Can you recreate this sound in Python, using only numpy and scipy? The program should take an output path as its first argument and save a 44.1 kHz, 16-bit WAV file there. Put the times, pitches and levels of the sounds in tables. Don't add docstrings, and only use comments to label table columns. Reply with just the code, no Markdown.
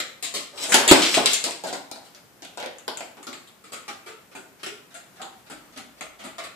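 import sys
import numpy as np
from scipy import signal
from scipy.fft import rfft, irfft
from scipy.io import wavfile
from scipy.ndimage import uniform_filter1d

SR = 44100
rng = np.random.default_rng(int(sys.argv[2]) if len(sys.argv) > 2 else 0)


def int16_out(signal):
    q = np.round(np.clip(np.atleast_2d(signal).T, -1, 1) * 32767)
    wavfile.write(sys.argv[1], SR, q.astype(np.int16))


N = 288987
FFT_SIZE, LEAD_SAMPLES = 32768, 512
BIN_HZ = np.arange(FFT_SIZE // 2 + 1) * SR / FFT_SIZE
SCENE_HZ = np.arange(N // 2 + 1) * SR / N


def amp(db):
    return 10 ** (np.asarray(db) / 20)


def curve_at(table, hz):
    table_hz, values = np.transpose(table)
    return np.interp(np.log(hz + 1), np.log(table_hz), values)


def unit_rms(x):
    return x / np.sqrt(np.mean(np.abs(x) ** 2, axis=-1, keepdims=True))


def resonance(hz, width_hz):
    return 1j * BIN_HZ * width_hz / (hz ** 2 - BIN_HZ ** 2 + 1j * BIN_HZ * width_hz)


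# (frequency [Hz], coherence [0-1])
PORT_COHERENCE = [(60, 0.85), (150, 0.6), (300, 0.54), (700, 0.53), (1500, 0.13), (14000, 0.06)]
def mic_ports(mid, side, hz):
    coherence = curve_at(PORT_COHERENCE, hz)
    common, opposed = np.sqrt(1 + coherence) * mid, np.sqrt(1 - coherence) * side
    return np.array([common + opposed, common - opposed]) / np.sqrt(2)


# (frequency [Hz], relative density [dB])
HOUSE_SPECTRUM = [(20, -37), (60, -19), (110, -7), (200, -4), (400, -7), (800, -10), (1500, -12),
                  (4000, -19.5), (9000, -21.5), (13000, -17), (14500, -14)]
def house_noise(level_db=-51.5, drift_samples=4000):
    white = rfft(rng.standard_normal((2, N)))
    spectrum = mic_ports(*white, SCENE_HZ) * amp(curve_at(HOUSE_SPECTRUM, SCENE_HZ))
    steps_db = np.repeat(rng.standard_normal(N // drift_samples + 1), drift_samples)[:N]
    drift_db = uniform_filter1d(steps_db, drift_samples)
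    return unit_rms(irfft(spectrum, N)) * amp(level_db + drift_db)


# (time [s], level [dB])
RUMBLE_SWELL = [(5.3, -85), (5.6, -72.5), (6.55, -72)]
def low_rumble(band_hz=(35, 75)):
    time_s, level_db = np.transpose(RUMBLE_SWELL)
    bandpass = signal.butter(2, band_hz, "band", fs=SR, output="sos")
    noise = signal.sosfilt(bandpass, rng.standard_normal(N))
    return unit_rms(noise) * amp(np.interp(np.arange(N) / SR, time_s, level_db))


# (frequency [Hz], T60 [s])
STAIRWELL_T60 = [(200, 0.46), (700, 0.5), (2500, 0.49), (8000, 0.39)]
# (frequency [Hz], gain [dB])
PANEL_RETURN = [(200, -4), (700, -5.5), (2500, -1), (8000, -11.5), (13000, -14.5)]
def stairwell(tail_db, early_boost=0.6, early_s=0.016):
    t = np.arange(FFT_SIZE) / SR
    noise = rng.standard_normal((len(tail_db), 2, FFT_SIZE))
    noise *= 1 + early_boost * np.exp(-t / early_s)
    tail = 0
    for band_hz, t60_s in STAIRWELL_T60:
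        band = curve_at([(hz, float(hz == band_hz)) for hz, _ in STAIRWELL_T60], BIN_HZ)
        decay = amp(-60 * t / t60_s) / np.sqrt(t60_s * SR / np.log(1e6))
        tail = tail + band * rfft(noise * decay)
    diffuse = mic_ports(tail[:, 0], tail[:, 1], BIN_HZ)
    tail_gain = amp(tail_db + curve_at(PANEL_RETURN, BIN_HZ))
    left_lag_s = 70e-6 + 137e-6 * rng.standard_normal((len(tail_db), 1))
    direct = np.exp(-2j * np.pi * BIN_HZ * np.array([left_lag_s, np.zeros_like(left_lag_s)]))
    lead = np.exp(-2j * np.pi * BIN_HZ * LEAD_SAMPLES / SR)
    return lead * (direct + tail_gain * diffuse) / np.sqrt(1 + tail_gain ** 2)


def stick_slip(shape, spread_db):
    return rng.standard_normal(shape) * amp(spread_db * np.minimum(rng.exponential(size=shape), 6))


# (time [s], claw level [dB], board level [dB])
SKID_LEVELS = [(.53, -56.5, -46.5), (0.641, -26, -38.5), (.71, -63, -49.5), (0.759, -44, -26),
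               (.86, -51.5, -31.5), (0.93, -20.5, -16), (1.07, -33.5, -48), (1.151, -23.5, -31.5),
               (1.25, -38, -31), (1.34, -23, -65), (1.47, -81, -36), (1.62, -56, -84)]
def skid():
    time_s, claw_db, board_db = np.transpose(SKID_LEVELS)
    t = np.arange(N) / SR
    room = stairwell(tail_db=np.full((1, 1), 8.))[:, 0]
    claw = resonance(4110, 5200) ** 2 + .5 * resonance(7340, 1910) ** 2
    board = resonance(565, 990) ** 2
    out = 0
    for level_db, body in ((claw_db, claw), (board_db, board)):
        envelope = amp(np.interp(t, time_s, level_db, left=-120, right=-120))
        grit = unit_rms(stick_slip(N, spread_db=3.)) * envelope
        response = irfft(unit_rms(body) * room, FFT_SIZE)
        out = out + signal.fftconvolve(grit[None], response, axes=1)
    return out[:, LEAD_SAMPLES:LEAD_SAMPLES + N]


def tread_brushes(contacts, stairs_s, stride_gap_s=.2, lead_s=.037):
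    rows = np.array(contacts)
    starts_stride = (np.diff(rows[:, 0]) > stride_gap_s) & (rows[1:, 0] > stairs_s)
    claw_db, bright_re_claw_db, knock_db, slide_s = -55, -26, -56, .015
    return [(time_s - lead_s, claw_db, bright_re_claw_db, knock_db, knock_hz, slide_s)
            for time_s, _, _, _, knock_hz, _ in rows[1:][starts_stride]]


def contact_force(slide_s, slip_s=.012, tick_decay_s=.00041):
    t = np.arange(FFT_SIZE // 4) / SR
    progress = t / slide_s
    slide = unit_rms(stick_slip(progress.shape, spread_db=-1.5) * np.sqrt(progress) * np.exp(-progress))
    tick = unit_rms(rng.standard_normal(slide.shape) * np.exp(-t / tick_decay_s))
    tick_share = np.exp(-(slide_s / slip_s) ** 2)
    return rfft(np.sqrt(tick_share) * tick + np.sqrt(1 - tick_share) * slide, FFT_SIZE)


# (frequency [Hz], width [Hz], gain [dB])
FLOOR_MODES = [(200, 37, 2.5), (245, 36, 4.5), (270, 61, 12.5), (362, 99, 3.5), (448, 440, 5)]
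def floor_thud(count, scatter_db=3):
    spot_db = scatter_db * rng.standard_normal((count, len(FLOOR_MODES)))
    modes = sum(amp(gain_db + spot_db[:, k:k + 1]) * resonance(hz, width_hz)
                for k, (hz, width_hz, gain_db) in enumerate(FLOOR_MODES))
    return resonance(410, 300) * modes


def board_knock(knock_hz, on_stairs, landing_width_hz=51, tread_width_hz=24.8):
    width_hz = np.where(on_stairs, tread_width_hz, landing_width_hz)
    return resonance(knock_hz, width_hz) + .5 * width_hz / landing_width_hz * resonance(676, 760) ** 2


# (time [s], thud re knock [dB],
# overtone re mean of claw and knock [dB], overtone [Hz], claw [Hz], tail gain before panel return [dB])
DOG_PATH = [(0, -10, -6, 1350, 4200, 11), (.3, -4.5, -4, 1154, 3900, 15), (.75, -8.5, -3, 1620, 2760, 14.5),
            (.92, -2, -4, 1300, 3260, -1.5), (1.4, -3.5, -11.5, 1490, 3950, 13),
            (1.799, -11.5, -2.5, 1390, 3320, 11.5), (2.4, -2, -4, 1460, 3450, 12.5),
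            (2.62, -35, -1.5, 1430, 2290, 6.5), (2.9, -14.5, -3, 1400, 2770, 10),
            (3.3, -6, 4.5, 1200, 3210, 19), (4.0, -7.5, 5.5, 1265, 2880, 15.5),
            (4.651, -14.5, 2, 1497, 2520, 26.5), (5.5, -11.5, 2.5, 1350, 3400, 15),
            (6.0, -11, -1, 1245, 2800, 15.5), (6.5, -16, 6.5, 1270, 2540, 11)]
# (time [s], claw [dB], bright ring re claw [dB], knock [dB], knock [Hz], slide [s])
CONTACT_EVENTS = [(0.0019, -26, -21, -36.5, 547, 0.0042), (0.2258, -27, -7, -42.5, 702, 0.017),
                  (0.3396, -25.5, -11.5, -34.5, 557, 0.017), (0.5767, -34.5, -34, -59, 790, 0.013),
                  (0.6273, -34, 1, -33.5, 650, 0.058), (0.6909, -34, 8.5, -27, 853, 0.024),
                  (0.7214, -15, -13, -34, 785, 0.012), (0.7426, -13, -37, -16.5, 408, 0.0039),
                  (0.8785, -12, -6.5, -52, 490, 0.02), (0.9127, -9, -6, -8.5, 370, 0.0075),
                  (1.0205, -18, -26, -48, 690, 0.017), (1.0509, -20.5, -42, -33.5, 915, 0.021),
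                  (1.1427, -18, -10, -41, 620, 0.013), (1.1718, -30, -17, -18.5, 662, 0.0082),
                  (1.2589, -15, -25, -41, 670, 0.0061), (1.334, -24, 2, -41, 710, 0.0068),
                  (1.441, -23.5, -6.5, -37.5, 460, 0.0064), (1.464, -34.5, -20, -32.5, 690, 0.0047),
                  (1.5092, -35.5, -8, -59, 652, 0.0047), (1.638, -37.5, -20, -28.5, 623, 0.011),
                  (1.6711, -34.5, -16, -33.5, 690, 0.015), (1.7284, -33.5, -8.5, -30, 760, 0.013),
                  (1.914, -40, -8, -39, 512, 0.0026), (1.9595, -52, -5, -43, 785, 0.0042),
                  (2.0486, -51.5, -12, -61, 547, 0.014), (2.1484, -48.5, -29, -54.5, 600, 0.0088),
                  (2.4218, -43, -12, -45, 720, 0.0092), (2.4495, -43.5, -7, -50.5, 660, 0.0039),
                  (2.5742, -42, -26, -34, 810, 0.01), (2.601, -41.5, -30, -36.5, 620, 0.0083),
                  (2.6269, -42, -26, -34.5, 506, 0.012), (2.6603, -45.5, -17, -34, 548, .006),
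                  (2.785, -48, 1, -83, 620, 0.0055), (2.8796, -34, -35, -28, 493, 0.0039),
                  (2.9728, -42.5, 5.5, -43, 570, .004), (3.0066, -42.5, -9, -35.5, 687, 0.0025),
                  (3.1698, -66, 0, -45, 395, 0.011), (3.2288, -46.5, -3, -62, 466, 0.0025),
                  (3.2687, -43.5, -21, -39.5, 403, 0.0068), (3.3297, -42, -8, -49.5, 790, 0.0035),
                  (3.474, -53, -6.5, -73.5, 400, 0.0064), (3.6406, -50.5, -6, -54.5, 440, 0.014),
                  (3.721, -42, -10, -41.5, 504, 0.015), (3.731, -42.5, 0.5, -59, 650, 0.0089),
                  (3.8803, -41, -19, -37, 803, 0.012), (4.0611, -47, -7, -41.5, 439, 0.018),
                  (4.351, -48, 1, -39, 409, 0.011), (4.632, -35.5, -31, -44.5, 427, 0.0052),
                  (4.6621, -38.5, -12, -37.5, 415, 0.0043), (4.9424, -44.5, -1, -44.5, 694, 0.014),
                  (5.1963, -87, -25, -35.5, 770, 0.018), (5.2171, -40.5, -5, -46.5, 786, 0.0024),
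                  (5.4997, -44.5, -4.5, -40, 310, 0.015), (5.7615, -44.5, -18, -42.5, 265, 0.018),
                  (5.7754, -42.5, -2.5, -46.5, 772, 0.0045), (6.0092, -35.5, -7, -38, 640, 0.0056),
                  (6.1896, -46.5, -18, -43, 654, 0.022), (6.239, -43.5, -2, -39, 329, 0.019),
                  (6.383, -42.5, -24, -36, 671, 0.012), (6.4389, -41.5, -5, -49, 657, .012)]
def paw_and_toy_contacts(stairs_s=3.8, claw_scatter=.08, rms_window_s=.035):
    rows = CONTACT_EVENTS + tread_brushes(CONTACT_EVENTS, stairs_s)
    time_s, claw_db, bright_re_claw_db, knock_db, knock_hz, slide_s = np.transpose(rows)[:, :, None]
    path_s, *path_columns = np.transpose(DOG_PATH)
    thud_rel_db, overtone_rel_db, overtone_hz, claw_hz, tail_db = (
        np.interp(time_s, path_s, column) for column in path_columns)
    claw_hz = claw_hz * np.exp(claw_scatter * rng.standard_normal(time_s.shape))
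    force = contact_force(slide_s)
    thud = floor_thud(len(rows))
    knock = board_knock(knock_hz, on_stairs=time_s > stairs_s)
    overtone = resonance(overtone_hz, 300) + .27 * resonance(1993, 1260) ** 2
    claw = 1.8 * resonance(claw_hz, .67 * claw_hz) + resonance(2700, 5620) ** 3
    bright_ring = resonance(6930, 3140) ** 2
    parts = [(knock_db + thud_rel_db, thud), (knock_db, knock),
             ((claw_db + knock_db) / 2 + overtone_rel_db, overtone),
             (claw_db, claw), (claw_db + bright_re_claw_db, bright_ring)]
    drive = force * stairwell(tail_db)
    drive_power = np.mean(np.abs(drive) ** 2, axis=0)
    body = sum(amp(level_db) * part / np.sqrt(np.mean(drive_power * np.abs(part) ** 2, 1, keepdims=True))
               for level_db, part in parts)
    sounds = irfft(drive * body, FFT_SIZE) * np.sqrt(rms_window_s * SR)
    out = np.zeros((2, LEAD_SAMPLES + N + FFT_SIZE))
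    for k, start in enumerate((time_s[:, 0] * SR).astype(int)):
        out[:, start:start + FFT_SIZE] += sounds[:, k]
    return out[:, LEAD_SAMPLES:LEAD_SAMPLES + N]


def scene():
    return paw_and_toy_contacts() + skid() + house_noise() + low_rumble()


# (frequency [Hz], left minus right [dB])
PORT_BALANCE = [(25, -2), (100, .5), (500, -.5), (1200, 1.5), (2300, .5), (4200, 0), (7600, 8.5),
                (12000, 3)]
def record(dry, rolloff_hz=14000, clip_level=.97, cutoff_hz=14600):
    colour = amp(np.outer([.5, -.5], curve_at(PORT_BALANCE, SCENE_HZ)))
    coloured = irfft(rfft(dry) * colour / (1 + (SCENE_HZ / rolloff_hz) ** 4), N)
    lowpass = signal.ellip(8, .2, 60, cutoff_hz, fs=SR, output="sos")
    return signal.sosfilt(lowpass, np.clip(coloured, -clip_level, clip_level))


dry = scene()
out = record(dry)
int16_out(out)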